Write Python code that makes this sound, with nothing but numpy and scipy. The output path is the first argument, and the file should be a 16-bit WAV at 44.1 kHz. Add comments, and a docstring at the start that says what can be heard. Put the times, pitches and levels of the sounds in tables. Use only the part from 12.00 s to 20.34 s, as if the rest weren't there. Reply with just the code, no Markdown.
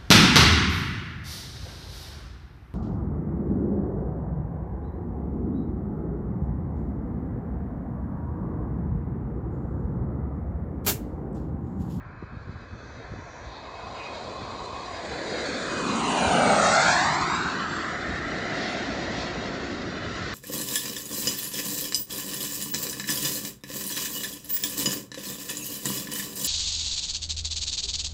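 """A twin-turbine model jet comes in from far off, passes low along the runway and climbs away under more throttle.
First a breeze buffets and thumps the microphone while the exhaust roar, shaped jet noise, grows.
The roar mixes with its own reflection off the tarmac, so that notches sweep through it.
Near the closest point two pairs of sine whines stand out and drop in pitch by the Doppler effect.
Then the throttle opens: the whines rise, and the rumble and hiss strengthen, as the jet recedes."""
import sys
import numpy as np
from scipy import signal
from scipy.fft import rfft, irfft, next_fast_len
from scipy.io import wavfile
from scipy.ndimage import uniform_filter1d, map_coordinates

SR = 44100
rng = np.random.default_rng(int(sys.argv[2]) if len(sys.argv) > 2 else 0)


def store_wav(level_fs):
    """Save 16-bit WAV to argv[1]."""
    pcm = np.round(np.clip(np.atleast_2d(level_fs), -1, 1) * 32767)
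    wavfile.write(sys.argv[1], SR, pcm.T.astype(np.int16))


N = 367794  # length in samples

TIME = np.arange(N) / SR  # seconds
FREQS = np.maximum(np.fft.rfftfreq(next_fast_len(N, real=True), 1 / SR), 1)  # Hz


def from_db(db):
    """Logarithmic level: 20 dB is a factor of ten in amplitude."""
    return 10 ** (np.asarray(db) / 20)


def rms_one(x):
    """Power normalisation: scale to unit rms."""
    return x / np.sqrt(np.mean(x ** 2) + 1e-20)


def in_time(rows):
    """Linear interpolation: each column of a timed curve at every sample."""
    seconds, *columns = np.transpose(rows)
    return [np.interp(TIME, seconds, column) for column in columns]


def swell(center_s, length_s):
    """Gaussian envelope: a bell-shaped rise and fall with this standard deviation."""
    return np.exp(-.5 * ((TIME - center_s) / length_s) ** 2)


def filtered(x, gain):
    """Linear filtering: multiply the spectrum by a gain at every frequency."""
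    size = next_fast_len(N, real=True)
    return irfft(rfft(x, size) * gain, size)[:N]


def colour(points):
    """Spectral envelope: gain at every frequency, interpolated in dB over log frequency."""
    hz, db = np.transpose(points)
    return from_db(np.interp(np.log(FREQS), np.log(hz), db))


def band(low_hz, high_hz):
    """Band-pass response: gain with steep edges."""
    return 1 / np.sqrt((1 + (low_hz / FREQS) ** 10) * (1 + (FREQS / high_hz) ** 10))


def noise(gain):
    """Random sound: white noise shaped by a spectrum, at unit rms."""
    return rms_one(filtered(rng.standard_normal(N), gain))


def drift(rate_hz):
    """Slow random fluctuation: low-passed noise of spread 1, changing about rate_hz times a second."""
    return noise(1 / (1 + (FREQS / rate_hz) ** 2))


# The breeze's spectrum. Each row: frequency in Hz, relative density in dB per Hz.
BREEZE_SPECTRUM = [(20, -28), (40, -6.5), (60, 2.5), (95, 1.5), (135, -5), (190, -10.5), (400, -22),
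                   (900, -84.5)]
# Its gusts. Each row: centre in seconds, level in dB, length in seconds.
GUST_SWELLS = [(0.06, -51, 0.14), (0.55, -48, 0.07), (0.82, -53, 0.2), (1.15, -43, 0.05),
               (1.46, -50, 0.041), (2.42, -53, 0.06), (4.27, -41, 0.025), (4.48, -51, 0.036),
               (5.3, -55, 0.53), (6.12, -48, 0.12), (6.95, -51, 0.47), (7.77, -45, 0.1), (8.2, -47.5, 0.17)]
# Sharper buffets. Each row: centre in seconds, level in dB, length in seconds.
BUFFET_SWELLS = [(0.125, -45, 0.03), (0.234, -39, 0.007), (0.35, -44, 0.028), (0.49, -39, 0.022),
                 (0.755, -43, 0.014), (0.857, -42, 0.023), (0.99, -42, 0.02), (1.16, -44, .03),
                 (1.85, -46, .02), (2.43, -39, 0.025), (3.12, -44, .04), (4.27, -34, .025),
                 (6.11, -32.5, 0.03)]
# Their spectrum. Each row: frequency in Hz, relative density in dB per Hz.
BUFFET_SPECTRUM = [(25, -22), (70, 6), (130, 2), (260, -3.5), (450, -12), (900, -21), (2000, -68)]
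BREEZE_DB = -48  # level between gusts


def wind(lumpy_db=2):
    """Turbulent pressure at the microphone port: low lumpy noise, swelling in gusts and sharper buffets."""
    lumps = from_db(lumpy_db * drift(16))
    breeze = rms_one(noise(colour(BREEZE_SPECTRUM)) * lumps)
    gusts = sum(from_db(db) * swell(s, length_s) for s, db, length_s in GUST_SWELLS)
    buffets = sum(from_db(db) * swell(s, length_s) for s, db, length_s in BUFFET_SWELLS)
    return breeze * (from_db(BREEZE_DB) + gusts) + buffets * noise(colour(BUFFET_SPECTRUM))


# Single eddies on the microphone.
# Each row: centre in seconds, peak in dB before the bass cut, centre frequency in Hz.
EDDY_THUMPS = [(0.012, -33, 90), (0.064, -31, 90), (0.227, -26.5, 260), (0.238, -28, 90),
               (0.371, -28.5, 95), (0.474, -28, 85), (0.494, -28, 140), (0.527, -35, 210),
               (0.737, -34, 190), (0.805, -36, 400), (1.121, -29.5, 130), (1.139, -27.5, 380),
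               (1.19, -34, 220), (2.42, -32, 160)]
BASS_CUT_HZ = 42  # the microphone's bass cut, applied to the thumps


def thumps():
    """Impulse and ringing: an eddy is one pressure swing, higher the smaller; the bass cut makes it swing on."""
    out = np.zeros(N)
    for center_s, peak_db, hz in EDDY_THUMPS:
        near = abs(TIME - center_s) < 2 / hz
        u = (np.pi * hz * (TIME[near] - center_s)) ** 2
        out[near] += from_db(peak_db) * (1 - 2 * u) * np.exp(-u)
    bass_cut = signal.butter(4, BASS_CUT_HZ, "high", fs=SR, output="sos")
    return signal.sosfilt(bass_cut, out + 1e-18)


# Height of the jet as it dives, levels out and climbs. Each row: time in seconds, height in m.
JET_HEIGHT = [(0.25, 15.5), (1.2, 8.5), (2.0, 3.8), (2.6, 3.0), (3.05, 3.5), (3.5, 2.98), (3.8, 3.06),
              (4.0, 3.24), (4.3, 3.46), (4.5, 3.25), (4.68, 3.68), (4.9, 3.58), (5.4, 3.56), (5.8, 3.9),
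              (6.05, 3.85), (6.5, 4.55), (6.7, 5.0), (7.1, 5.9), (7.6, 7.7), (8.34, 10.2)]
CLOSEST_S, SPEED_M_PER_S, MISS_M = 4.532, 46.4, 21.0  # straight, steady pass, heard nearest at CLOSEST_S
SOUND_M_PER_S, MIC_HEIGHT_M = 343, 1.6


def flight():
    """Retarded time: distance (m), angle from the nose (deg) and reflection lag (ms) when the sound left."""
    mach, miss_s = SPEED_M_PER_S / SOUND_M_PER_S, MISS_M / SOUND_M_PER_S
    since = TIME - CLOSEST_S + miss_s
    root = np.sqrt((mach * since) ** 2 + (1 - mach ** 2) * miss_s ** 2)
    sent = (since - root) / (1 - mach ** 2)
    along = SPEED_M_PER_S * sent
    distance = np.hypot(along, MISS_M)
    angle = np.degrees(np.arctan2(MISS_M, -along))
    # extra path off the ground, for heights small beside the distance
    detour_m = 2 * in_time(JET_HEIGHT)[0] * MIC_HEIGHT_M / distance
    return distance, angle, 1000 * detour_m / SOUND_M_PER_S


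# The throttle opening for the climb, shared by whines and exhaust.
# Each row: time in seconds, opening from 0 cruise to 1 full.
THROTTLE_OPENING = [(5.95, 0), (6.3, 0.2), (6.55, 0.455), (6.8, 0.76), (7.05, 1)]
# Low shaft whine, swelling and dipping as the notches sweep over it. Each row: time in seconds,
# pitch at the jet before throttle in Hz, level at the microphone in dB before turbine level and fading.
SHAFT_LINE = [(0, 2210, -76), (0.25, 2210, -69), (1.1, 2212, -66), (1.45, 2210, -68), (1.65, 2210, -59),
              (1.85, 2205, -55), (1.95, 2202, -63), (2.15, 2200, -62), (2.5, 2203, -56), (2.65, 2198, -62),
              (2.76, 2188, -55), (2.9, 2188, -60), (3.3, 2190, -58), (3.6, 2192, -64), (3.7, 2195, -46),
              (3.88, 2200, -44), (4.08, 2210, -53), (4.18, 2220, -37), (4.26, 2224, -37), (4.32, 2228, -46),
              (4.39, 2232, -39), (4.55, 2230, -37), (4.64, 2220, -49), (4.78, 2210, -34), (4.9, 2210, -47),
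              (5.0, 2212, -43), (5.15, 2215, -43), (5.35, 2215, -56), (8.33, 2215, -66)]
# High turbine whine. Each row: time in seconds, pitch at the jet before throttle in Hz,
# level at the microphone in dB before turbine level and fading.
TURBINE_LINE = [(0.8, 8300, -115), (1.85, 8280, -90), (3.6, 8250, -82), (3.9, 8280, -64), (4.0, 8300, -64),
                (4.12, 8345, -51), (4.3, 8400, -48), (4.5, 8415, -44), (4.68, 8410, -46), (4.85, 8340, -50),
                (5.05, 8355, -54), (5.17, 8365, -49), (5.27, 8375, -57), (5.35, 8390, -46),
                (5.48, 8400, -61), (5.58, 8405, -67), (5.75, 8420, -54), (5.95, 8440, -70),
                (6.45, 8400, -90), (6.57, 8350, -72), (6.62, 8350, -78), (6.72, 8350, -63),
                (6.78, 8350, -95), (8.33, 8350, -110)]
# The near turbine, then the one shaded by the fuselage.
# Each row: share above the listed speed, level in dB.
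TURBINE_PAIR = [(0, 3.3), (-0.003, -6)]
# Unsteadiness of the whines. The one row: quick jitter from ahead, the same from the side and slow wander,
# all as shares of the pitch, then fading in dB.
WHINE_UNSTEADINESS = (.0022, .004, .0012, 2.4)
SPOOL_UP = 0.36  # rise in turbine speed at full throttle, as a share


def whines(angle):
    """Doppler effect: sine lines from two turbines at nearly one speed, wavering and fading in uneven air."""
    throttle, = in_time(THROTTLE_OPENING)
    ahead, abeam, wander, fading_db = WHINE_UNSTEADINESS
    jitter = ahead + (abeam - ahead) * np.sin(np.radians(angle))
    doppler = 1 / (1 - SPEED_M_PER_S / SOUND_M_PER_S * np.cos(np.radians(angle)))
    speed = doppler * (1 + SPOOL_UP * throttle)
    out = np.zeros(N)
    for curve in (SHAFT_LINE, TURBINE_LINE):
        hz, level_db = in_time(curve)
        for offset, turbine_db in TURBINE_PAIR:
            pitch = hz * speed * (1 + offset + jitter * drift(60) + wander * drift(4))
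            gain = from_db(turbine_db + level_db + fading_db * drift(27.0))
            out += gain * np.sin(2 * np.pi * np.cumsum(pitch) / SR)
    return out


# Passing swells of narrow noise bands, one of them thin as a whistle. # Each row: centre in seconds, level in
# dB, length in seconds, centre frequency in Hz, width in octaves.
NOISE_BAND_SWELLS = [(0.2, -63.5, 0.43, 2320, 0.098), (0.892, -65.5, 0.13, 6130, 0.065),
                     (1.355, -61, 0.17, 6100, 0.15), (1.56, -50.5, 0.078, 3940, 0.19),
                     (2.01, -48, 0.041, 2750, 0.13), (2.05, -47.5, 0.066, 2200, 0.21),
                     (2.067, -43, 0.045, 2500, 0.0062), (2.707, -41.5, 0.31, 1077, 0.11),
                     (4.2, -36.5, 0.16, 420, 0.17), (4.224, -35.5, 0.19, 2800, 0.14),
                     (4.36, -35, 0.04, 2920, 0.04), (4.833, -25, 0.07, 1416, 0.038),
                     (5.63, -44.5, 0.27, 730, 0.2), (6.649, -39.5, 0.056, 3820, 0.41),
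                     (7.205, -42, 0.052, 4000, 0.44), (7.05, -38, 0.64, 661, 0.48),
                     (7.294, -45.5, 0.2, 1080, 0.18)]


def noise_band_swells():
    """Narrow-band noise: a Gaussian band in frequency under a Gaussian swell in time."""
    out = np.zeros(N)
    for center_s, db, length_s, hz, width_octaves in NOISE_BAND_SWELLS:
        gain = np.exp(-.5 * (np.log2(FREQS / hz) / width_octaves) ** 2)
        out += from_db(db) * swell(center_s, length_s) * noise(gain)
    return out


def scattered(x, share, reach_ms=6.0, count=4):
    """Scattering: eddies in the air add weak late paths that come and go, so the colour shifts unevenly."""
    lags = (rng.uniform(.15, 1, count) * reach_ms * SR / 1000).astype(int)
    return x + share * sum(drift(6.7) * np.roll(x, lag) for lag in lags)


def over_tarmac(x, lag_ms, strength):
    """Comb filtering: direct sound plus its late copy off the ground, at even power."""
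    late = map_coordinates(x, [np.arange(N) - lag_ms * SR / 1000], order=3, mode="wrap")
    both = x + strength * late
    return both / np.sqrt(uniform_filter1d(both ** 2, SR // 8) + 1e-12)


def carried_db(distance, angle, astern_db, air_db):
    """Spherical spreading and air absorption, with the difference between nose and tail."""
    astern = (1 - np.cos(np.radians(angle))) / 2
    spreading_db = 20 * np.log10(distance / MISS_M)
    return astern_db * astern - spreading_db - air_db * (distance - MISS_M) / 100


# Exhaust colour from in front. Each row: frequency in Hz, relative density in dB per Hz.
NOSE_SPECTRUM = [(100, -12.5), (200, -6), (400, -1), (700, 5), (1080, 9), (1350, 1), (1600, 1.5),
                 (1900, -5), (2450, -11), (2800, -18.5), (4000, -7), (4900, -11), (5400, -19), (7000, -9.5),
                 (9500, -29)]
# Exhaust colour from the side. Each row: frequency in Hz, relative density in dB per Hz.
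FLANK_SPECTRUM = [(100, -10.5), (175, 5), (240, 11), (330, 3.5), (500, 3), (780, 9), (1200, 4),
                  (1550, -2.5), (1780, -14), (2300, -19.5), (2900, -24.5), (4400, -22), (5150, -30.5),
                  (6600, -18.5), (7800, -24.5), (9500, -34.5)]
# Exhaust colour from behind. Each row: frequency in Hz, relative density in dB per Hz.
TAIL_SPECTRUM = [(100, -4.5), (170, 2), (240, 0.5), (340, 5), (500, -2), (720, 6), (1320, 1.5), (1650, 3),
                 (1950, -5.5), (2250, -7), (3000, -21.5), (3800, -10), (4500, -10.5), (5800, -20),
                 (7100, -20.5), (8300, -31.5), (9500, -51.5)]
# Exhaust colour from far astern, where the jet's own stream bends the sound aside.
# Each row: frequency in Hz, relative density in dB per Hz.
ASTERN_SPECTRUM = [(100, -1.5), (170, 0), (240, 1.5), (340, 2), (500, -3.5), (720, 2.5), (1000, 2),
                   (1320, -0.5), (1650, -7), (1950, -2.5), (2250, -13.5), (2800, -14), (3200, -16.5),
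                   (3800, -13.5), (4500, -15), (5800, -18.5), (7100, -12.5), (8200, -22.5), (9500, -40.5)]
# The side shown. Each row: angle from the nose in degrees, view (0 nose, 1 flank, 2 tail, 3 far astern).
SIDE_SHOWN = [(21, 0.014), (44, 1), (65, 1.06), (92, 1.22), (118, 2), (148, 2.22), (160, 3)]
# Ranges of rumble, roar, hiss and sizzle. Each row: low edge in Hz, high edge in Hz,
# distance in m over which uneven air blurs the reflection.
NOISE_RANGES = [(118, 573, 490), (595, 2360, 300), (2195, 5220, 60), (6100, 41000, 55)]
# How the four ranges radiate. Each row: base level at the miss distance in dB, extra in the beam in dB,
# beam angle from the nose in degrees, beam width in degrees, extra astern in dB, extra at full throttle in dB,
# air loss in dB per 100 m.
RANGE_RADIATION = [(-25, -1, 143, 22, -3, 7.5, 0.5), (-24.5, 5.5, 136.7, 30, -1, 0, 1.5),
                   (-30.5, 5.5, 124.6, 3.9, -2, 6.5, 4), (-34.5, 11, 121.5, 16, -9.5, -1.5, 17.5)]
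# How the four ranges arrive. Each row: reflection off the tarmac coming from 0 to 1, the same going,
# share scattered, flutter in dB.
RANGE_ARRIVAL = [(0.62, 0.7, 0.08, 1.0), (0.74, 0.86, 0.13, 0.6), (0.45, 0.58, 0.32, 0.7),
                 (0.25, 0.58, 0.38, 1.1)]
# Slow wavering of the whole exhaust. Each row: time in seconds, level in dB.
EXHAUST_LEVEL = [(0, 0.5), (0.7, -1.5), (1.3, 0), (1.95, 3.5), (2.4, 1), (2.9, 0), (3.7, -2), (4.1, 2),
                 (4.5, 3.5), (5.3, 0), (5.7, -1.5), (6.2, -0.5), (6.55, 3), (7.1, 1), (7.8, 1), (8.33, 6.5)]
# Treble: the hiss in full, the sizzle in part. Each row: time in seconds, level in dB.
TREBLE_LEVEL = [(0, -13.5), (0.45, -4), (0.9, 1), (1.35, -4), (1.6, -3), (2.2, 3), (2.9, 0.5), (3.45, 5.5),
                (3.9, 0.5), (4.45, -5), (4.68, -1), (4.9, 1), (5.01, 5.5), (5.08, 2), (5.35, 3.5), (6.2, 3),
                (7.2, 4), (7.55, 3.5), (8.1, 3)]
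# The rumble. Each row: time in seconds, level in dB.
RUMBLE_LEVEL = [(0, -10), (0.9, -3), (1.8, -9), (2.3, -0.5), (2.85, -6), (3.3, 3), (3.65, 1.5), (3.9, 2.5),
                (4.15, -5.5), (4.48, 0), (4.75, -2.5), (5.85, 3), (6.15, 3.5), (6.7, -0.5), (7.4, 0.5),
                (7.85, 2.5), (8.33, -4)]


def exhaust(distance, angle, lag_ms, sizzle_follows=0.72):
    """Directional jet mixing noise: four ranges, coloured by the side shown; uneven air makes them flutter."""
    throttle, treble_db = in_time(THROTTLE_OPENING)[0], in_time(TREBLE_LEVEL)[0]
    overall_db = in_time(EXHAUST_LEVEL)[0]
    facing = np.clip(np.interp(angle, *np.transpose(SIDE_SHOWN)), 0, 3)
    views = []
    for k, points in enumerate((NOSE_SPECTRUM, FLANK_SPECTRUM, TAIL_SPECTRUM, ASTERN_SPECTRUM)):
        weight = np.sqrt(np.maximum(1 - abs(facing - k), 0))  # equal-power crossfade
        views.append((colour(points), weight))
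    trims_db = (in_time(RUMBLE_LEVEL)[0], 0, treble_db, sizzle_follows * treble_db)
    out = np.zeros(N)
    for trim_db, radiation, limits, arrival in zip(trims_db, RANGE_RADIATION, NOISE_RANGES, RANGE_ARRIVAL):
        base_db, beam_db, beam_deg, width_deg, astern_db, throttle_db, air_db = radiation
        low_hz, high_hz, blur_m = limits
        coming, going, scatter, flutter_db = arrival
        window = band(low_hz, high_hz)
        jet = sum(weight * noise(window * gain) for gain, weight in views)
        # the treble mirrors less cleanly off the ground than the bass
        mirror = np.exp(-(distance / blur_m) ** 2) * np.interp(facing, [1, 2], [coming, going])
        beam = np.exp(-.5 * ((angle - beam_deg) / width_deg) ** 2)
        sent_db = base_db + throttle_db * throttle + beam_db * beam
        level_db = sent_db + carried_db(distance, angle, astern_db, air_db)
        level_db = level_db + overall_db + trim_db + flutter_db * drift(8.3)
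        out += over_tarmac(scattered(jet, scatter), lag_ms, mirror) * from_db(level_db)
    return out


def scene():
    """Superposition: the wind and the jet add, in mono."""
    distance, angle, lag_ms = flight()
    breeze = wind() + thumps()
    jet = whines(angle) + noise_band_swells() + exhaust(distance, angle, lag_ms)
    return (breeze + jet)[None]


# Peaks and hollows of the microphone housing. Each row: centre in Hz, width in Hz, height in dB.
HOUSING_RESONANCES = [(722, 45, 1.5), (856, 132, -4.5), (1156, 60, -3), (5530, 220, -3), (5770, 310, 6),
                      (6070, 160, -5.5)]
CUTOFF_HZ = 9500


def record(dry):
    """Resonance and band limiting: the housing colours the sound; the top is cut steeply."""
    housing_db = sum(db / (1 + (2 * (FREQS - hz) / width_hz) ** 2) for hz, width_hz, db in HOUSING_RESONANCES)
    heard = filtered(dry[0], from_db(housing_db))
    top_cut = signal.ellip(12, .1, 90, CUTOFF_HZ, fs=SR, output="sos")
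    return signal.sosfilt(top_cut, heard)[None]


dry = scene()
out = record(dry)
store_wav(out)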